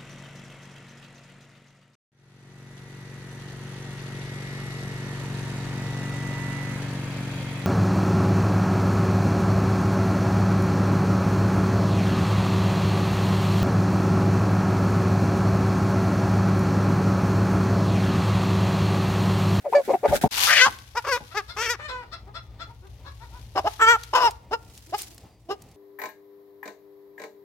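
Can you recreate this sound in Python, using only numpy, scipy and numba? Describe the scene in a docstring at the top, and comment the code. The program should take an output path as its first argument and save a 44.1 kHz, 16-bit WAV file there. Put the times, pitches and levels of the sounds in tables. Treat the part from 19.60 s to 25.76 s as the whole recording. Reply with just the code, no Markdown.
"""A chicken clucks in a boxy coop as it is grabbed, then screams, flaps and squawks while held out in a yard.
Its rough syrinx is a jittered pulse train with noise, ringing a throat resonance that moves with the beak.
Other chickens answer from further off by the same mechanism, and a songbird whistles once.
Rustling feathers and leaves are grainy noise; wings and feet thump as damped noise with a low ring.
Dry leaves tick as resonant cracks; a distant engine idles as low harmonics and rumble over soft air noise."""
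import sys
import numpy as np
from scipy import signal
from scipy.fft import rfft, irfft, next_fast_len
from scipy.io import wavfile
from scipy.ndimage import uniform_filter1d
from numba import njit

SR = 44100
rng = np.random.default_rng(int(sys.argv[2]) if len(sys.argv) > 2 else 0)


def file_out(sig):
    """Save sig as 16-bit WAV at sys.argv[1]."""
    # one column per channel
    cols = np.atleast_2d(sig).T
    # limit, then scale
    lim = np.clip(cols, -1, 1)
    pcm = np.round(lim * 32767).astype(np.int16)
    wavfile.write(sys.argv[1], SR, pcm)


N = 271744
T = np.arange(N) / SR
YARD_S, LIFTED_S = 0.69, 3.0  # coop gives way to yard; held bird is lifted
SILENT_DB = -80
# a call starts flat and closed, and sags as the beak shuts: factors on pitch and throat resonance
ONSET_BEND, ONSET_THROAT = 0.86, 0.65
END_BEND, END_THROAT = 0.88, 0.62

# feather noise spectrum in the coop: hz, gain_db
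COOP_FEATHER_SPECTRUM = [(88, -36), (150, -8.5), (431, -14.5), (805, -11.5), (960, -32), (1450, -9.5),
                         (2920, -19.5), (3770, -17), (4240, -20), (13400, -22.5), (16000, -27)]
# left minus right in the yard: hz, difference_db
YARD_LEFT_RIGHT = [(300, -3), (1100, -0.2), (2200, 4.5), (4300, 15.5), (6000, 12), (8500, 2.5),
                   (12000, -11.5)]


def undb(db):
    """Decibels to gain."""
    return 10 ** (np.asarray(db) / 20)


def unit(x):
    """Scale to rms 1."""
    return x / np.sqrt(np.mean(x ** 2) + 1e-18)


def even(x, size=400):
    """Hold the short-term rms at 1; size in samples."""
    return x / np.sqrt(np.abs(uniform_filter1d(x ** 2, size)) + 1e-12)


def on_bins(points, size):
    """Interpolate (Hz, dB) points over log frequency to a gain per FFT bin."""
    hz, db = np.transpose(points)
    bin_hz = np.fft.rfftfreq(size, 1 / SR)
    return undb(np.interp(np.log(bin_hz + 1), np.log(hz), db))


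def colour(x, points):
    """Filter by a spectrum of (Hz, dB) points."""
    size = next_fast_len(x.shape[-1] + 1024)
    return irfft(rfft(x, size) * on_bins(points, size), size)[..., :x.shape[-1]]


def walk(t, rate_hz):
    """Random levels, rate_hz a second, joined by lines."""
    place = (t - t[0]) * rate_hz
    levels = rng.standard_normal(2 ** 14)
    i = place.astype(int) % (2 ** 14 - 1)
    return levels[i] + place % 1 * (levels[i + 1] - levels[i])


def add(out, start_s, x):
    """Mix x into out from start_s."""
    i = max(int(start_s * SR), 0)
    out[i:i + len(x)] += x[:N - i]


@njit
def resonate(x, hz, q):
    """State-variable band-pass with a moving centre."""
    y, band, low = np.empty(len(x)), 0., 0.
    for i in range(len(x)):
        g = np.tan(np.pi * min(hz[i] / SR, .45))
        v = (band + g * (x[i] - low)) / (1 + g * (g + 1 / q))
        band, low, y[i] = 2 * v - band, low + 2 * g * v, v / q
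    return y


def stereo(x, left_right, lag_ms):
    """Left and right differ in level by frequency at constant total power; the right lags."""
    size = next_fast_len(N + 1024)
    ratio = on_bins(left_right, size)
    lag = np.exp(-2j * np.pi * np.fft.rfftfreq(size, 1 / SR) * lag_ms / 1000)
    gains = np.array([ratio, lag]) * np.sqrt(2 / (1 + ratio ** 2))
    return irfft(rfft(x, size) * gains, size)[:, :N]


def echoes(x, t60_s, wet_db, dull_hz, delay_s):
    """Scattered reflections: dulled, exponentially decaying noise, independent left and right."""
    t = T[:SR * 3 // 4]
    tail = rng.standard_normal((2, len(t))) * np.exp(-np.log(1000) * t / t60_s) * (t > delay_s)
    tail /= np.sqrt(np.sum(tail[0] ** 2))
    tail = signal.lfilter(*signal.butter(1, dull_hz, fs=SR), tail)
    return undb(wet_db) * signal.fftconvolve(x[None], tail, axes=1)[:, :N]


def engine():
    """A distant engine throbs at three unsteady low harmonics over rumble, swelling and falling."""
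    # rumble spectrum: hz, gain_db
    rumble_spectrum = [(21, -32.5), (35, -14), (60, 6), (114, -0.5), (127, -3), (151, -27), (220, -51.5),
                       (290, -54.5), (480, -120)]
    engine_hz, peak_s, peak_db, coop_db = 57, 3.78, -42, -63
    rise_db_per_s, fall_db_per_s = 3, 6.5
    phase = 2 * np.pi * np.cumsum(engine_hz * (1 + .03 * walk(T, 13))) / SR
    throb = unit(np.sin(phase) + 1.1 * np.sin(2 * phase) + 0.033 * np.sin(3 * phase))
    noise = rng.standard_normal(N) + 0.12 * rng.standard_normal((2, N))  # mostly shared left and right
    rumble = unit(colour(noise, rumble_spectrum))
    swell_db = peak_db - np.maximum((peak_s - T) * rise_db_per_s, (T - peak_s) * fall_db_per_s)
    level = undb(np.where(T < YARD_S, coop_db, swell_db))
    return unit(throb + undb(3.5) * rumble) * level * undb([[1.4], [-1.4]])


def outdoor_air():
    """Soft, nearly mono coloured noise with a wandering level."""
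    # air spectrum: hz, gain_db
    air_spectrum = [(59, -21.5), (100, -1), (163, -6), (621, -15.5), (768, -14), (1200, -25.5),
                    (1580, -33.5), (1910, -25), (4980, -35.5), (12400, -53.5), (16000, -37.5)]
    noise = rng.standard_normal(N) + 0.13 * rng.standard_normal((2, N))
    return unit(colour(noise, air_spectrum)) * undb(-57 + 3.3 * walk(T, 9.9) + walk(T, 33))


def songbird(start_s, length_s, from_hz, to_hz, level_db):
    """One thin falling whistle from far-off trees: a sine under a half-sine envelope."""
    out, part = np.zeros(N), np.linspace(0, 1, int(length_s * SR))
    hz = from_hz + (to_hz - from_hz) * part
    add(out, start_s, undb(level_db) * np.sin(np.pi * part) * np.sin(2 * np.pi * np.cumsum(hz) / SR))
    return out


def bursts(rows):
    """Gain of rustles that each swell and die exponentially; overlaps add in power."""
    power = 0
    for peak_s, level_db, rise_s, fall_s in rows:
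        power = power + undb(2 * level_db) * np.exp(-2 * np.maximum((peak_s - T) / rise_s, (T - peak_s) / fall_s))
    return np.sqrt(power)


def rustle(gain, spectrum, grain_db, flutter_db):
    """Countless barbs or leaves catch and slip, in patches; left and right get their own grains."""
    grains = rng.standard_normal((2, N)) * undb(grain_db * walk(T, 1500))
    patches = undb(flutter_db * walk(T, 120))
    return unit(colour(grains, spectrum) * patches) * gain


def ticks(decay_s, q, gain_db):
    """Dry leaves and twigs snap: each a brief crack with a broad resonance."""
    # snaps: start_s, level_db (before gain_db), resonance_hz
    snaps = [(1.125, -34.5, 2090), (1.1872, -38.5, 3080), (3.2702, -52, 2420), (4.435, -31, 4150),
             (4.4494, -45, 4070), (4.7094, -31, 5900), (5.1766, -38, 5300), (5.3833, -28, 12200),
             (5.419, -25, 10170), (5.546, -41.5, 12000), (5.5797, -40.5, 5080), (6.0205, -40.5, 7550),
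             (6.1133, -51, 6560)]
    out, t = np.zeros(N), T[:SR // 30]
    for start_s, level_db, hz in snaps:
        burst = rng.standard_normal(len(t)) * np.exp(-t / decay_s)
        crack = resonate(burst, np.full(len(t), float(hz)), float(q))
        add(out, start_s, undb(level_db + gain_db) * crack / np.abs(crack).max())
    return out


def leaves():
    """Dry leaves rustle and snap underfoot."""
    # steps: peak_s, level_db, rise_s, fall_s
    steps = [(5.185, -51.5, 0.15, 0.065), (5.39, -28.5, 0.013, 0.015), (5.42, -36, .03, 0.016),
             (5.44, -47, 0.19, 0.12), (6.12, -60.5, 0.259, 0.23)]
    # leaf noise spectrum: hz, gain_db
    leaf_spectrum = [(180, -44), (300, -16), (398, -2.5), (494, -20.5), (801, -15.5), (946, -13),
                     (1190, -11.5), (5160, -5.5), (12500, -11.5), (16000, -15.5)]
    return rustle(bursts(steps), leaf_spectrum, grain_db=3, flutter_db=3.0) + ticks(decay_s=0.0035, q=1.0, gain_db=5.5)


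def wings():
    """Wings and feathers rustle in the yard."""
    # wingbeats: peak_s, level_db, rise_s, fall_s
    wingbeats = [(.83, -17.5, .085, .098), (1.52, -48.5, .3, .42), (3.8, -54.5, .6, .3),
                 (4.11, -41.5, .06, .08), (4.44, -47, .2, .1), (4.7, -47.5, .08, .05)]
    # feather noise spectrum: hz, gain_db
    wing_spectrum = [(88, -57.5), (150, -33), (231, -24.5), (534, -15), (589, -21.5), (923, -3.5),
                     (1240, -9), (3350, -3), (3620, -3), (6510, -7), (7320, -13), (12700, -11.5),
                     (16000, -27)]
    beats = rustle(bursts(wingbeats) * (T > YARD_S), wing_spectrum, grain_db=3.5, flutter_db=2.0)
    return stereo(beats, YARD_LEFT_RIGHT, lag_ms=0)


def scuffles():
    """Feathers rustle against hands and coop over a steady bed of rustling."""
    # scuffle bursts: peak_s, level_db, rise_s, fall_s
    scuffle_bursts = [(.125, -40, 0.024, 0.11), (.255, -36, 0.015, 0.033), (.33, -39.5, 0.059, 0.055),
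                      (.5, -30, .025, .025), (.56, -18, 0.019, 0.013), (.615, -21.5, 0.0015, 0.031)]
    gain = np.hypot(bursts(scuffle_bursts), undb(-51.5)) * (T < YARD_S)
    return rustle(gain, COOP_FEATHER_SPECTRUM, grain_db=3.0, flutter_db=0.5)


def flap():
    """A wing beats against the arm: feather noise without its treble."""
    # the wing stroke: peak_s, level_db, rise_s, fall_s
    wing_stroke = (.48, -22, .008, .02)
    stroke = rustle(bursts([wing_stroke]), COOP_FEATHER_SPECTRUM, grain_db=2.5, flutter_db=3)
    return signal.sosfilt(signal.butter(2, 2800, fs=SR, output="sos"), stroke)


def thumps(board_hz, board_db):
    """Blows of wings and feet: quickly damped dull noise and a low ring, without deep bass."""
    # blows: start_s, level_db, decay_s
    blows = [(.484, -17, 0.042), (0.531, -25.5, 0.027), (0.637, -6.5, 0.012), (0.659, -10, 0.0068),
             (1.061, -37.5, 0.043), (1.604, -38, 0.022), (4.259, -41.5, 0.034)]
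    # blow noise spectrum: hz, gain_db
    blow_spectrum = [(24, -35.5), (40, 2.5), (197, -11), (315, -10), (573, -15.5), (670, -14.5),
                     (750, -21.5), (841, -4.5), (956, -22), (1200, -32.5), (1560, -57), (2640, -120)]
    out, t = np.zeros(N), T[:SR // 4]
    for start_s, level_db, decay_s in blows:
        boom = even(colour(rng.standard_normal(len(t)), blow_spectrum), size=700)
        boom += undb(board_db) * np.sin(2 * np.pi * board_hz * t)
        add(out, start_s, undb(level_db) * boom * (1 - np.exp(-t / 0.001)) * np.exp(-t / decay_s))
    return signal.sosfilt(signal.butter(4, 55, "high", fs=SR, output="sos"), out)


def syrinx(t, phase, hz, count=38):
    """Overtones of the pulse train; the windpipe spreads each pulse, its resonances shift as the neck twists."""
    out = 0
    for k in range(2, count):
        shift_db = min(.7 * (k - 1), 4) * walk(t, 24)
        out = out + undb(shift_db) * np.cos(k * phase + .17 * k ** 2) * (k * hz < SR / 2)
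    return unit(out)


def voice(rows, rasp_spectrum, q, jitter):
    """Syrinx pulses, uneven and noisy when forced, ring the throat; upper harmonics and air rasp."""
    # rows: time_s, pitch_hz, roughness, level_db, throat_hz, fundamental_db re throat, rasp_db re level
    s, hz, rough, db, throat_hz, root_db, rasp_db = np.transpose(rows)
    t = np.arange(int(s[0] * SR), int(s[-1] * SR)) / SR
    controls = (hz, rough, undb(db), throat_hz, root_db, rasp_db)
    hz, rough, loud, throat_hz, root_db, rasp_db = (np.interp(t, s, c) for c in controls)
    wobble = jitter * rough * walk(t, 600) + .006 * walk(t, 110)
    phase = 2 * np.pi * np.cumsum(hz * (1 + wobble)) / SR
    # under strain every second pulse weakens, and air bursts through once a cycle
    overtones = syrinx(t, phase, hz) * (1 + .62 * rough * np.cos(phase / 2))
    air = unit(rng.standard_normal(len(t)) * (1 + .5 * np.cos(phase)))
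    source = overtones + 1.7 * np.abs(rough) ** 1.8 * air
    throat = even(resonate(resonate(source, throat_hz, float(q)), throat_hz, float(q)))
    root_noise = unit(resonate(resonate(air, hz, 3.0), hz, 3.0))
    root = even(np.sin(phase) + 1.1 * rough * root_noise)
    # the louder the call, the more turbulent air in its treble
    treble = signal.butter(6, 2550, "high", fs=SR, output="sos")
    rasp = even(colour(signal.sosfilt(treble, source + 2.2 * loud * air), rasp_spectrum))
    body = (throat + undb(root_db) * root) / np.sqrt(1 + undb(root_db) ** 2)
    # a forced syrinx sputters
    sputter = undb(rough * (1.8 * walk(t, 350) + 2 * walk(t, 110)))
    out = np.zeros(N)
    add(out, s[0], loud * sputter * (body + undb(rasp_db) * rasp))
    return out


def softening(db):
    """As the bird eases off, the rasp fades faster than the note: 0.41 dB per dB, over 17 dB."""
    return 0.41 * np.maximum(np.asarray(db) - np.max(db), -17)


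def cluck(row, rasp_spectrum, q, jitter):
    """A cluck starts gruff and flat, clears at the top of its arch, then sags and fades."""
    s, rise, fall, db, hz, glide, rough, throat_hz, root_db, rasp_db = row
    attack, clearing = min(.009, rise / 2), min(.011, rise / 2)  # s
    times = np.array([0, attack, rise - clearing, rise, rise + fall / 2, rise + fall])
    opening = np.array([1.5, 1, .4, 0, 0, 0])
    closing = np.array([0, 0, 0, 0, .3, 1])
    glide_octaves = glide / 12 * (times - rise) / (rise + fall)
    pitch = hz * ONSET_BEND ** opening * END_BEND ** closing * 2 ** glide_octaves
    throat = throat_hz * ONSET_THROAT ** opening * END_THROAT ** closing
    roughness = np.clip(rough + 0.332 * opening + 0.093 * closing, 0, 1)
    level = [SILENT_DB, db - 10.5, db - 8.5, db, db - 8.5, SILENT_DB]
    root = np.where(opening > 0, min(root_db, 11), root_db)  # weaker fundamental while gruff
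    rasp = rasp_db + softening(level)
    rows = np.column_stack([s + times, pitch, roughness, level, throat, root, rasp])
    return voice(rows, rasp_spectrum, q, jitter)


def clucks(start_s, end_s, rasp_spectrum, q, jitter):
    """All the main bird's short clucks that start between two times."""
    # clucks: start_s, rise_s, fall_s, level_db, pitch_hz (at the peak), glide_semitones, roughness (0-1),
    # throat_hz, fundamental_db (re throat), rasp_db (re level)
    cluck_rows = [(0.043, 0.023, 0.042, -19, 611.3, -7, 0.25, 1030, 38, -37),
                  (0.119, 0.017, 0.013, -17, 482.4, 4.5, .65, 920, -8.5, -40),
                  (0.139, .016, 0.067, -6, 588.7, 0, 0.11, 1610, 21.5, -24),
                  (.275, .032, 0.026, -10.5, 540, 2.5, 0.42, 910, 20, -28.5),
                  (.324, .018, 0.022, -13.5, 392.3, 2, .5, 740, -6, -47.5),
                  (0.43, 0.029, 0.011, -5.5, 583, -2.5, 0.36, 1026, 29, -32),
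                  (.512, 0.021, .034, -10, 590.3, -3, 0.25, 1100, 34, -45.5),
                  (.628, .016, 0.026, -19.5, 372.5, 3, 0.21, 740, -21.5, -35),
                  (1.348, 0.03, 0.028, -19.5, 485.7, -0.5, 0.15, 1130, -13, -10.5),
                  (1.742, 0.035, 0.04, -21, 433.7, -2, 0, 1390, -9.5, -10),
                  (3.951, .031, .028, -16, 413.9, 0.5, .7, 924, -9.5, -13.5),
                  (4.04, .037, .015, -14.5, 434.7, 5, .25, 840, -12, -20),
                  (4.908, 0.029, 0.031, -18, 471.3, 2.5, 0.14, 1100, -2, -14.5),
                  (5.322, 0.026, 0.021, -18.5, 419, 3.5, 0, 856, -11, -16.5),
                  (5.885, 0.028, 0.044, -22, 406.3, 3.5, 0.22, 983, 2.5, -14.5)]
    return sum(cluck(row, rasp_spectrum, q, jitter) for row in cluck_rows if start_s <= row[0] < end_s)


def squawk(controls, rasp_spectrum, q, jitter, strain, gain_db, root_db, rasp_db):
    """A long call with quick attack and release; the rasp follows the opening of the beak."""
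    s, hz, rough, db, throat_hz = np.transpose([controls[0], *controls, controls[-1]]).astype(float)
    s[0] -= .01  # attack, s
    s[-1] += .0073  # release, s
    db[[0, -1]] = SILENT_DB
    hz[[0, -1]] *= ONSET_BEND, END_BEND
    throat_hz[[0, -1]] *= ONSET_THROAT, END_THROAT
    # an open beak raises the throat resonance and lets out more rasp: 4.5 dB per octave
    rasp = rasp_db + 4.5 * np.log2(throat_hz / throat_hz.mean()) + softening(db)
    rough = np.clip(strain * rough, .07, 1)
    rows = np.column_stack([s, hz, rough, db + gain_db, throat_hz, np.full(len(s), root_db), rasp])
    return voice(rows, rasp_spectrum, q, jitter)


def flock():
    """Others answer with a squawk and arched clucks; low clucks are soft croons, mostly fundamental."""
    # flock clucks: start_s, length_s, level_db (before fade_db), pitch_hz, throat_hz, rasp_db (re level)
    flock_clucks = [(1.705, 0.042, -49, 688, 1370, -9), (1.88, 0.053, -45.5, 717, 1320, 1),
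                    (2.277, .05, -48.5, 691.7, 1352, 4.5), (2.512, 0.053, -43.5, 688.4, 1340, -2.5),
                    (2.66, 0.054, -53, 425.3, 830, -27), (2.74, 0.054, -41.5, 704, 1290, -4.5),
                    (2.99, 0.053, -42, 696.4, 1350, -5.5), (3.073, 0.06, -55.5, 476, 940, -18),
                    (3.212, 0.074, -57.5, 398, 1067, -30), (3.444, 0.061, -47, 572, 1111, -8),
                    (3.595, 0.073, -52, 490, 1000, -14), (3.704, 0.1, -56, 505, 996, -16.5),
                    (5.26, 0.0664, -56, 344, 705, -33), (5.46, 0.11, -59, 345, 709, -30),
                    (5.6, 0.1128, -67, 444, 687, -32), (5.85, 0.047, -61, 349.4, 700, -30)]
    # answering squawk: time_s, pitch_hz, roughness (before strain), level_db, throat_hz
    answer = [(2.198, 601, 0.97, -39.5, 1100), (2.234, 591.6, 0.12, -40.5, 1530),
              (2.26, 617, 0.088, -36, 1660), (2.282, 601, 0.47, -46, 1146), (2.294, 505.6, 0.42, -34, 1110),
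              (2.318, 509.6, 0.14, -33.5, 1010), (2.406, 492, 0.13, -42.5, 970),
              (2.44, 467, 0.71, -43.5, 920)]
    # rasp spectrum: hz, gain_db
    flock_rasp = [(1590, -48), (2700, -79), (3060, -8), (3480, 25), (3750, 16), (4220, 21.5), (4580, 14),
                  (5360, 14), (6170, -1.5), (16000, -15)]
    # shape of a cluck: part of length, bend (factor), roughness, fade_db
    arch = [(0, .85, 0.59, -23.5), (.35, 0.93, 0.52, 4), (.6, 1, .35, 5.5), (1, .9, 0.532, -31)]
    rows = []
    for s, length, db, hz, throat_hz, rasp_db in flock_clucks:
        root_db = np.interp(hz, (340, 500), (14, -14))
        for part, bend, rough, fade_db in arch:
            rows.append((s + part * length, hz * bend, rough, db + fade_db, throat_hz * bend, root_db, rasp_db))
    call = squawk(answer, flock_rasp, q=0.91, jitter=0.093, strain=0.87, gain_db=0, root_db=-9.5, rasp_db=-41)
    return call + voice(rows, flock_rasp, q=1.27, jitter=.05)


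def coop():
    """The bird clucks and thumps in the coop's boxy ring and short echoes, amid feather noise."""
    # rasp spectrum: hz, gain_db
    coop_rasp = [(1470, -34), (2500, -27), (4240, -7.5), (4730, -3), (4950, -12), (5920, -10), (16000, -47)]
    # the small coop's boxy ring: hz, gain_db
    box_ring = [(420, 4), (600, -0.5), (740, 7.5), (950, 6), (1500, -3.5), (2300, 14), (3200, -3)]
    # left minus right: hz, difference_db
    coop_left_right = [(300, 2), (1000, 4), (2200, -7.5), (4500, 21), (12000, -15.5)]
    inside = colour(clucks(0, YARD_S, coop_rasp, q=3.6, jitter=0.14), box_ring)
    inside += thumps(board_hz=240.3, board_db=-9.5)
    direct = stereo(inside, coop_left_right, lag_ms=0)
    reflected = echoes(inside, t60_s=0.051, wet_db=-5, dull_hz=2850, delay_s=0.0036)
    return direct + reflected + scuffles() + flap()


def held_out(call, pan_db, lag_ms):
    """Each holding position has its own direction and reflections off ground and handler."""
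    direct = stereo(call, YARD_LEFT_RIGHT, lag_ms) * undb(np.array([[pan_db], [-pan_db]]) / 2)
    return direct + echoes(call, t60_s=.046, wet_db=-9, dull_hz=8400, delay_s=.0013)


def held_bird():
    """The bird screams as it is swung out, complains while lowered, squawks when lifted, then cries."""
    # long calls: time_s, pitch_hz, roughness (before strain), level_db (before gain_db), throat_hz
    scream_rows, wail_rows, whine_rows = [(0.875, 619.4, 1.04, -23, 1450), (0.935, 609.4, 0.8, -12, 1870),
                                          (0.955, 606, 0.67, -17.5, 2140), (0.989, 568.2, 0.97, -13, 2090),
                                          (1.003, 502.6, 0.89, -15.5, 2020),
                                          (1.019, 503.6, 0.25, -10, 1710), (1.045, 522.7, 0, -12, 1480),
                                          (1.065, 556.5, 0.64, -14.5, 1065),
                                          (1.088, 527, 0.86, -28.5, 1000)], [(1.45, 572, 0.61, -28, 1160),
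                                                          (1.464, 589, 0.85, -33, 1130),
                                                          (1.474, 541, 0.84, -26, 1120),
                                                          (1.492, 552, 0.48, -23, 1100),
                                                          (1.508, 554.4, 0.04, -26.5, 1230),
                                                          (1.528, 498.3, 0.03, -18, 1350),
                                                          (1.562, 476.7, 0.15, -24, 1220),
                                                          (1.585, 518, 1, -47, 1180)], [(1.972, 416, 0.99, -32, 1176),
                                                                        (2.006, 446.8, 0.12, -25.5, 1210),
                                                                        (2.028, 481.6, 0.55, -27, 1590),
                                                                        (2.052, 490, 0.87, -29, 1830),
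                                                                        (2.064, 460, 0.47, -26.5, 1660),
                                                                        (2.084, 445, 0.42, -31, 1400),
                                                                        (2.108, 494, 0.018, -22.5, 1600),
                                                                        (2.132, 470, 0.2, -30, 1440),
                                                                        (2.155, 377, 0.99, -39.5, 1350)]
    squawk_rows, cry_rows = [(4.2, 451, 0.66, -26.5, 1310), (4.214, 428.7, 0.33, -17.5, 1320),
                             (4.226, 458, 0.06, -12, 1340), (4.262, 440.5, 0.02, -20.5, 1300),
                             (4.29, 464, 0.03, -9.5, 1320), (4.314, 479.4, 0.02, -12.5, 1340),
                             (4.354, 435.4, 0.09, -19.5, 1110), (4.362, 447, 0.19, -25.5, 1080)], [(4.539, 443.3, 0.88, -16.5, 1000),
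                                             (4.547, 478, 0.45, -20.5, 1000),
                                             (4.553, 508, 0.5, -10.5, 1020),
                                             (4.595, 499, 0.94, -15.5, 1000),
                                             (4.669, 468.4, 0.21, -11, 932), (4.683, 416, 0.23, -15, 908),
                                             (4.693, 435, 0.63, -23.5, 901)]
    # rasp spectra: hz, gain_db
    scream_rasp, protest_rasp = [(1590, -32), (2700, -10), (3090, -2), (3830, -15), (4280, -3.5),
                                 (5050, -5), (5360, -5), (6600, -6), (10500, -23), (12600, -24.5),
                                 (16000, -35)], [(1590, -1), (2700, 3), (2760, -37), (3610, -11),
                                                      (3920, -7), (4190, -46), (4350, 3), (5770, 6),
                                                      (6360, -0.5), (8820, -8.5), (10300, -12.5),
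                                                      (12700, -5), (16000, -24)]
    squawk_rasp, cry_rasp = [(1710, -30), (2900, -11), (3010, -12), (3090, -2), (3270, 8.5), (3940, -54.5),
                             (4610, -31.5), (4920, -37.5), (5970, 4), (6500, -9.5), (7720, 0.5),
                             (9160, -22.5), (9430, -36.5), (11900, -11.5), (16000, -21.5)], [(1590, -75.5), (2700, 0), (3020, -6), (3250, -18),
                                                  (3860, -13), (4510, -18), (4720, -13), (5200, -2.5),
                                                  (5730, -16), (7270, -21.5), (7890, -27.5), (9720, -25),
                                                  (11100, -25.5), (12500, -22), (16000, -37)]
    scream = squawk(scream_rows, scream_rasp, q=1.9, jitter=0.068, strain=0.93,
                    gain_db=-0.5, root_db=-18.5, rasp_db=-9.0)
    lowered = clucks(YARD_S, LIFTED_S, protest_rasp, q=1.12, jitter=.07)
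    lowered += squawk(wail_rows, protest_rasp, q=1.25, jitter=.07, strain=1,
                      gain_db=-0.5, root_db=-6.5, rasp_db=-10)
    lowered += squawk(whine_rows, protest_rasp, q=1.27, jitter=.07, strain=.55,
                      gain_db=0.5, root_db=-10, rasp_db=-4.5)
    lifted = squawk(squawk_rows, squawk_rasp, q=1.76, jitter=.12, strain=1.6,
                    gain_db=0.5, root_db=-16.5, rasp_db=-16)
    clucks_and_cry = clucks(LIFTED_S, T[-1], cry_rasp, q=1.8, jitter=0.14)
    clucks_and_cry += squawk(cry_rows, cry_rasp, q=2.4, jitter=0.051, strain=0.91,
                             gain_db=-3.0, root_db=-12.5, rasp_db=-13.0)
    return (held_out(scream, pan_db=1.5, lag_ms=0.074) + held_out(lowered, pan_db=1.5, lag_ms=0.031)
            + held_out(lifted, pan_db=0.0, lag_ms=0.14) + held_out(clucks_and_cry, pan_db=1.5, lag_ms=0.13))


def yard():
    """The held bird and the flock with late echoes off sheds and trees, plus wings, leaves and songbird."""
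    # flock, left minus right: hz, difference_db
    flock_left_right = [(500, 1.3), (4000, 19), (10000, 3.3)]
    held, others = held_bird(), flock()
    out = held + stereo(others, flock_left_right, lag_ms=0.13) + wings() + leaves()
    out += echoes(held.mean(axis=0), t60_s=0.44, wet_db=-19.5, dull_hz=3000, delay_s=0.0046)
    out += echoes(others, t60_s=0.21, wet_db=-1, dull_hz=4630, delay_s=0.00057)
    return out + songbird(start_s=5.6, length_s=0.22, from_hz=4800, to_hz=4700, level_db=-70)


def scene():
    """First the coop, then the open yard; the level dips briefly between them."""
    # overall level, held beyond both ends: time_s, gain_db
    dip = [(.676, -5.5), (.683, -41), (.706, -35), (.712, -1)]
    gain = undb(np.interp(T, *np.transpose(dip)))
    return (coop() + yard() + engine() + outdoor_air()) * gain


def record(dry):
    """Round the loudest peaks and cut the top above 16.2 kHz."""
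    rounded = dry / (1 + (dry / .92) ** 8) ** (1 / 8)
    return signal.sosfilt(signal.ellip(8, .2, 70, 16200, fs=SR, output="sos"), rounded)


dry = scene()
out = record(dry)
file_out(out)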